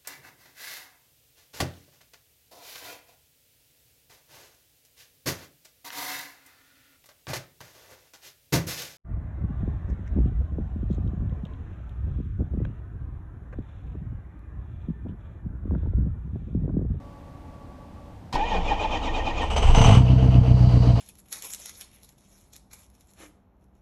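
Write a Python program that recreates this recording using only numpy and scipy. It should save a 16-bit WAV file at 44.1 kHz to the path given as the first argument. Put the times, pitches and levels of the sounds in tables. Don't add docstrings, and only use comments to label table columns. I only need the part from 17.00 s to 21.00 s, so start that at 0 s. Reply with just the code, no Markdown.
import sys
import numpy as np
from scipy import signal
from scipy.fft import rfft, irfft
from scipy.io import wavfile

SR = 44100
rng = np.random.default_rng(int(sys.argv[2]) if len(sys.argv) > 2 else 0)


def store_wav(level_fs):
    pcm = np.round(np.clip(np.atleast_2d(level_fs), -1, 1) * 32767)
    wavfile.write(sys.argv[1], SR, pcm.T.astype(np.int16))


N = 176400
T = np.arange(N) / SR
BURST_RISE_S = 0.0045


def from_db(db):
    return 10 ** (np.asarray(db) / 20)


def rms_one(x):
    return x / np.sqrt(np.mean(x ** 2) + 1e-20)


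def curve(rows, t=T):
    return np.interp(t, *np.transpose(rows))


def drift(hz):
    r = np.exp(-2 * np.pi * hz / SR)
    return rms_one(signal.lfilter([1], [1, -2 * r, r * r], rng.standard_normal(N + SR))[SR:])


def colour(x, spectrum):
    size = 2 * N
    hz, db = np.transpose(spectrum)
    octave = np.log2(np.maximum(np.arange(N + 1) * SR / size, 1))
    outside = np.abs(octave - np.clip(octave, np.log2(hz[0]), np.log2(hz[-1])))
    shape_db = np.interp(octave, np.log2(hz), db) - 18 * outside
    cepstrum = irfft(np.log(from_db(shape_db)))
    cepstrum[1:N] *= 2
    cepstrum[N + 1:] = 0
    return irfft(rfft(x, size) * np.exp(rfft(cepstrum)))[:N]


def noise(spectrum):
    return rms_one(colour(rng.standard_normal(N), spectrum))


def clicks(times, gains):
    out, at = np.zeros(N), (times * SR).astype(int)
    np.add.at(out, at[at < N], gains[at < N])
    return out


def burst(start_s, decay_s, hold_s):
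    rise = np.clip((T - start_s) / BURST_RISE_S, 0, 1)
    return rise * np.exp(-np.maximum(T - start_s - hold_s, 0) / decay_s)


def casing(x, modes, share):
    out = x
    for hz, width_hz, lift_db in modes:
        r = np.exp(-np.pi * width_hz / SR)
        feedback = [1, -2 * r * np.cos(2 * np.pi * hz / SR), r * r]
        band = signal.lfilter(np.array([1, 0, -1]) * (1 - r * r) / 2, feedback, x)
        out = out + share * (from_db(lift_db) - 1) * band
    return out


def rattle(envelope, spectrum, modes, grain_db):
    contacts = rng.standard_normal(N) * from_db(grain_db * drift(350))
    steady_rms = np.std(casing(colour(contacts, spectrum), modes, share=0.57))
    return casing(colour(contacts * envelope, spectrum), modes, share=.5) / steady_rms


# frequency_hz, density_db
AIR_SPECTRUM = [(15, -31), (25, -7), (85, -1), (142, -7), (284, -11), (413, -23.5), (512, -17.5),
                (634, -20), (806, -18), (1270, -30), (14800, -55)]

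def outdoor_air():
    return from_db(-44) * noise(AIR_SPECTRUM)


# pitch_hz, level_db
PUMP_HARMONICS = [(285.3, -60.5), (570.6, -59.5), (855.9, -63), (1141, -59.5)]
# frequency_hz, density_db
FUEL_SPECTRUM = [(200, 0), (600, 3.5), (1150, -4.5), (1350, -22)]

def fuel_pump():
    clock = np.cumsum(1 + 0.0016 * drift(10.5)) / SR
    hum = sum(from_db(db) * np.sqrt(2) * (1 + 0.45 * drift(23)) * np.sin(2 * np.pi * hz * clock)
              for hz, db in PUMP_HARMONICS)
    flow = from_db(-61) * noise(FUEL_SPECTRUM)
    stop_s, fade_s = 1.174, .06
    return (hum + flow) * np.clip((stop_s - T) / fade_s, 0, 1)


def moan():
    start_s, length_s = 1.5, 0.16
    progress = np.clip((T - start_s) / length_s, 0, 1)
    hz = 166 + 56 * (1 - progress) ** 2
    return from_db(-32) * np.sin(np.pi * progress) * np.sin(2 * np.pi * np.cumsum(hz) / SR)


STARTER_ON_S, STARTER_OFF_S = 1.324, 2.52
# frequency_hz, density_db
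CLACK_SPECTRUM = [(130, 1), (542, -22.5), (838, 2), (1430, -22), (3040, -16.5), (4610, -17.5),
                  (14800, -45.5)]
# start_s, level_db
CLUNKS = [(1.353, -23.5), (2.078, -27.5), (2.427, -22)]
# frequency_hz, density_db
CLUNK_SPECTRUM = [(700, -15.5), (870, 0.5), (1150, -18), (2300, -48)]

def pinion():
    strike = burst(STARTER_ON_S, decay_s=0.0054, hold_s=0.036)
    clack = from_db(-31.5) * rattle(strike, CLACK_SPECTRUM, [], grain_db=-2)
    blows = sum(from_db(db) * burst(s, decay_s=0.01, hold_s=BURST_RISE_S) for s, db in CLUNKS)
    return clack + blows * noise(CLUNK_SPECTRUM)


def underbody(x):
    t, decay_s = T[T < .05], 0.013
    echoes = rng.standard_normal(len(t)) * np.exp(-t / decay_s)
    return x + 0.54 * signal.fftconvolve(x, echoes / np.linalg.norm(echoes))[:N]


SPIN_UP_S, FIRST_PEAK_S, RECOVERY_SHARE = 1.365, 1.487, .48
GROAN_HZ, GROAN_WIDTH_HZ = 851, 53
# slowest_s, preceding_peak_hz, slowest_pitch_hz, groan_db
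COMPRESSIONS = [(1.578, 989, 745, 5), (1.743, 1171, 777, 5.5), (1.86, 1240, 845.5, 4.5),
                (1.977, 1271, 920.5, -8), (2.09, 1286, 922, -4), (2.205, 1254, 921, -9),
                (2.315, 1270, 916.5, 1), (2.43, 1264, 903, -5)]
# pitch_ratio, level_db
MESH_PARTIALS = [(.5, -5), (1, -5), (2, -6), (2.5, -12), (3, -9.5)]
# frequency_hz, density_db
GRIND_SPECTRUM = [(130, -14), (324, -1.5), (379, -16), (445, -2.5), (586, -5.5), (855, 0.5), (1460, -23),
                  (1820, -22.5), (3160, -17), (4200, -31.5), (6800, -33.5), (9500, -54.5)]
# frequency_hz, bandwidth_hz, lift_db
HOUSING_MODES = [(870, 63, 2), (1842, 34, 10), (2454, 76, 10), (3110, 73, 3)]

def starter():
    slow_s, fast_hz, slow_hz, groan_db = np.transpose(COMPRESSIONS)
    fast_s = np.r_[FIRST_PEAK_S, slow_s[:-1] + RECOVERY_SHARE * np.diff(slow_s)]
    turns_s = np.r_[SPIN_UP_S, np.c_[fast_s, slow_s].ravel(), STARTER_OFF_S]
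    turns_hz = np.r_[slow_hz[0], np.c_[fast_hz, slow_hz].ravel(), fast_hz[-1]]
    steps = np.arange(len(turns_s))
    stroke = np.interp(T, turns_s, steps)
    eased_stroke = np.floor(stroke) + (1 - np.cos(np.pi * (stroke % 1))) / 2
    hz = np.interp(eased_stroke, steps, turns_hz)
    phase = 2 * np.pi * np.cumsum(hz * (1 + 0.009 * drift(80))) / SR

    running = np.clip((T - STARTER_ON_S) / 0.035, 0, 1) * np.clip((STARTER_OFF_S - T) / 0.047, 0, 1)
    stroke_ahead = np.interp(T + .03, T, stroke)
    load = running * from_db(3 * np.cos(np.pi * stroke_ahead))
    overrun = np.clip(-2 * np.sin(np.pi * (stroke - 1)), 0, 1) * (T > FIRST_PEAK_S)
    coasting = from_db(-6.5 * overrun)

    resonance = np.exp(-.5 * ((hz - GROAN_HZ) / GROAN_WIDTH_HZ) ** 2)
    groan_gain = from_db(np.interp(T, slow_s, groan_db) - 26.5) * resonance
    groan = groan_gain * running * (1 + 0.22 * drift(90)) * np.sin(phase)
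    partials = sum(from_db(db) * (1 + 0.45 * drift(70)) * np.sin(k * phase) for k, db in MESH_PARTIALS)
    whine = from_db(-40) * running * partials
    sidebands = sum(drift(22) * np.sin(k * phase) for k in np.arange(9, 30) / 4)
    rasp = from_db(-45.5) * load * hz / GROAN_HZ * rms_one(colour(sidebands, GRIND_SPECTRUM))
    gears = underbody(casing(whine + rasp, HOUSING_MODES, share=1.6))
    grind = from_db(-31.5) * rattle(load, GRIND_SPECTRUM, HOUSING_MODES, grain_db=1.5)
    return coasting * (gears + groan) + grind


# frequency_hz, density_db
HISS_SPECTRUM = [(3000, -33.5), (4050, -3), (4300, -7.5), (4620, -0.5), (5300, -14.5), (8000, -25),
                 (14000, -49)]
# time_s, level_db
HISS_LEVELS = [(2.95, -82), (3.1, -55.5), (3.42, -64.5), (3.56, -52.5), (3.85, -47.5), (4.0, -50.5)]

def tailpipe_hiss():
    whistle = from_db(-60.5) * drift(40) * np.sin(2 * np.pi * 4600 * T)
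    rush = from_db(curve(HISS_LEVELS)) * noise(HISS_SPECTRUM)
    return (rush + whistle) * (T > HISS_LEVELS[0][0])


# frequency_hz, density_db
SQUEAL_SPECTRUM = [(5500, -27.5), (5850, -3.5), (6050, -2), (6190, 5.5), (6450, -26.5)]
# time_s, level_db
SQUEAL_LEVELS = [(2.54, -62), (2.57, -39.5), (2.61, -52), (2.71, -71), (2.76, -37), (2.82, -38.5),
                 (2.86, -34), (2.885, -60), (2.97, -54), (3.04, -75.5)]

def squeal():
    return from_db(curve(SQUEAL_LEVELS)) * (T > SQUEAL_LEVELS[0][0]) * noise(SQUEAL_SPECTRUM)


# centre_s, level_db
CHATTER_SWELLS = [(3.101, -40.5), (3.215, -46), (3.335, -44), (3.49, -45.5)]
# frequency_hz, density_db
CHATTER_SPECTRUM = [(2100, -13), (2700, 1.5), (3600, -15.5)]
# frequency_hz, bandwidth_hz, lift_db
BLOCK_MODES = [(447.3, 9.9, 10.5), (680.5, 20, 13.5), (2934, 40, 12), (3100, 35, 12), (6130, 290, 9.5)]

def chatter():
    width_s = 0.027
    swells = sum(from_db(db) * np.exp(-.5 * ((T - s) / width_s) ** 2) for s, db in CHATTER_SWELLS)
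    return rattle(swells, CHATTER_SPECTRUM, BLOCK_MODES, grain_db=3)


FIRST_CYLINDER_S, JITTER_S, SCATTER_DB = 3.002, 0.00056, 1.5
# time_s, firing_rate_hz
FIRING_RATE = [(3.07, 63), (3.2, 64), (3.32, 63.5), (3.45, 62), (3.58, 62.5), (3.7, 60.6), (4.0, 60)]
# pulse_db, knock_db, bark_db
CYLINDERS = [(-0.5, -8.5, 2), (-18.5, -6, -7), (-1.5, -9, -6), (-7.5, 1.5, -18), (-8.5, -3, -6),
             (-9.5, -0.5, -8), (-0.5, -2, 4), (-3.5, -0.5, -2.5)]

def idle_firings():
    count = np.cumsum(curve(FIRING_RATE)) / SR
    count -= np.interp(FIRST_CYLINDER_S, T, count)
    firing = np.arange(-1, count[-1]).astype(int)
    chance = rng.standard_normal((200, 4))[:len(firing)].T
    idle_s = np.interp(firing, count, T) + JITTER_S * chance[0]
    levels_db = np.array(CYLINDERS)[firing % len(CYLINDERS)].T + SCATTER_DB * chance[1:]
    return idle_s, *levels_db


# start_s, level_db, decay_s
IGNITIONS = [(2.413, -33, 0.048), (2.5, -28, 0.052), (2.56, -22.5, 0.037), (2.62, -28, 0.077),
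             (2.667, -29, 0.066), (2.745, -22, 0.052)]
# start_s, pulse_db, knock_db
RUN_UP = [(2.654, 24.5, -42.5), (2.694, 27.5, -33.5), (2.736, 28.5, -29), (2.775, 39.5, -21),
          (2.806, 41.5, -19.5), (2.833, 33.5, -19), (2.856, 40, -18), (2.881, 42.5, -23),
          (2.901, 40, -20.5), (2.92, 42.5, -22.5), (2.939, 39.5, -22), (2.953, 35.5, -30),
          (2.97, 44, -41.5)]
# frequency_hz, density_db
KNOCK_SPECTRUM = [(200, -3), (376, -10.5), (434, -1.5), (590, -7.5), (880, 0), (1150, -8), (1680, -19.5),
                  (2980, -10), (3570, -21.5), (5030, -26.5), (6250, -26.5), (7100, -33), (8000, -25),
                  (9200, -40), (9900, -37), (10800, -48), (14800, -56)]
# frequency_hz, density_db
CLATTER_SPECTRUM = [(370, -14), (443, 0), (584, -3.5), (681, -1.5), (746, -7), (870, -4.5), (1680, -21.5),
                    (2880, -19.5), (3680, -29), (4630, -28), (14800, -56.5)]
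# time_s, level_db
CLATTER_LEVELS = [(3.35, -34.5), (3.43, -35), (3.75, -32.5)]

def combustion(idle_s, knock_db):
    lone = sum(from_db(db) * burst(s, decay_s, hold_s=0.011) for s, db, decay_s in IGNITIONS)
    lag_s = 0.0037
    run_up_power = sum((from_db(db) * burst(s + lag_s, decay_s=0.034, hold_s=BURST_RISE_S)) ** 2
                       for s, _, db in RUN_UP)
    knock = rattle(np.sqrt(lone ** 2 + run_up_power), KNOCK_SPECTRUM, BLOCK_MODES, grain_db=1.5)
    rise_s, fall_s = 0.0074, 0.015
    poles = np.exp(-1 / (np.array([rise_s, fall_s]) * SR))
    beats = signal.lfilter([1], np.poly(poles), clicks(idle_s, from_db(knock_db)))
    idle_envelope = from_db(curve(CLATTER_LEVELS)) * .5 * rms_one(beats)
    return knock + rattle(idle_envelope, CLATTER_SPECTRUM, BLOCK_MODES, grain_db=0)


# frequency_hz, level_db, t60_s
PIPE_MODES = [(25.5, -8, 0.35), (52.5, 1.5, 0.22), (78, -1, .18), (120, -23, 0.19)]
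# time_s, level_db
BOOM_LEVELS = [(2.65, -19), (2.79, -12), (2.88, -21), (2.97, -23.5)]

def pipe_boom():
    crank_s = np.array(COMPRESSIONS)[:, 0] + 0.0074
    run_s = np.array(RUN_UP)[:, 0]
    puffs = clicks(crank_s, np.full(len(crank_s), from_db(-32)))
    puffs += clicks(run_s, from_db(curve(BOOM_LEVELS, run_s)))
    soft_puffs = signal.sosfilt(signal.butter(2, 70, fs=SR, output="sos"), puffs + 1e-18)
    boom = 0
    for hz, db, t60_s in PIPE_MODES:
        r = from_db(-60 / (t60_s * SR))
        feedback = [1, -2 * r * np.cos(2 * np.pi * hz / SR), r * r]
        boom += from_db(db) * signal.lfilter([1, -1], feedback, soft_puffs)
    return boom


# frequency_hz, density_db
RUMBLE_SPECTRUM = [(15, -36.5), (21, 8.5), (26, 8), (35, -19.5), (52, 0.5), (64, -6), (78, -7), (105, -17),
                   (150, -25.5)]
# time_s, level_db
RUMBLE_LEVELS = [(1.32, -72), (1.35, -30.5), (1.5, -32.5), (1.56, -29), (2.35, -29.5), (2.55, -20),
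                 (2.7, -13), (2.88, -19), (3.0, -36)]
# frequency_hz, level_db
THUD_SPECTRUM = [(30, -14), (48, -5.5), (65, -1.5), (92, 2.5), (124, 2.5), (150, -8.5), (192, -8.5),
                 (255, -16), (320, -24.5), (400, -45), (800, -62.5)]
# frequency_hz, level_db
BARK_SPECTRUM = [(130, -14.5), (195, -7.5), (260, 1.5), (320, -10), (400, -27.5)]
# time_s, gain_db
IDLE_EFFORT = [(3.04, 40), (3.38, 41.5), (3.44, 37), (3.52, 40.5)]

def exhaust(idle_s, pulse_db, bark_db):
    run_s, run_db, _ = np.transpose(RUN_UP)
    effort_db = curve(IDLE_EFFORT, idle_s)
    pulses = clicks(run_s, from_db(run_db)) + clicks(idle_s, from_db(pulse_db + effort_db))
    thud = colour(pulses, THUD_SPECTRUM)
    bark = colour(clicks(idle_s, from_db(bark_db + effort_db - 13)), BARK_SPECTRUM)
    rumble = from_db(curve(RUMBLE_LEVELS)) * noise(RUMBLE_SPECTRUM)
    return rumble - pipe_boom() - thud - bark


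def scene():
    idle_s, pulse_db, knock_db, bark_db = idle_firings()
    engine = exhaust(idle_s, pulse_db, bark_db) + combustion(idle_s, knock_db)
    engine += chatter() + squeal() + tailpipe_hiss()
    return (fuel_pump() + pinion() + starter() + moan() + engine + outdoor_air())[None]


def record(dry):
    ceiling, stopband_hz = .92, 15900
    rounded = dry / (1 + (dry / ceiling) ** 8) ** (1 / 8)
    return signal.sosfilt(signal.cheby2(12, 60, stopband_hz, fs=SR, output="sos"), rounded)


dry = scene()
out = record(dry)
store_wav(out)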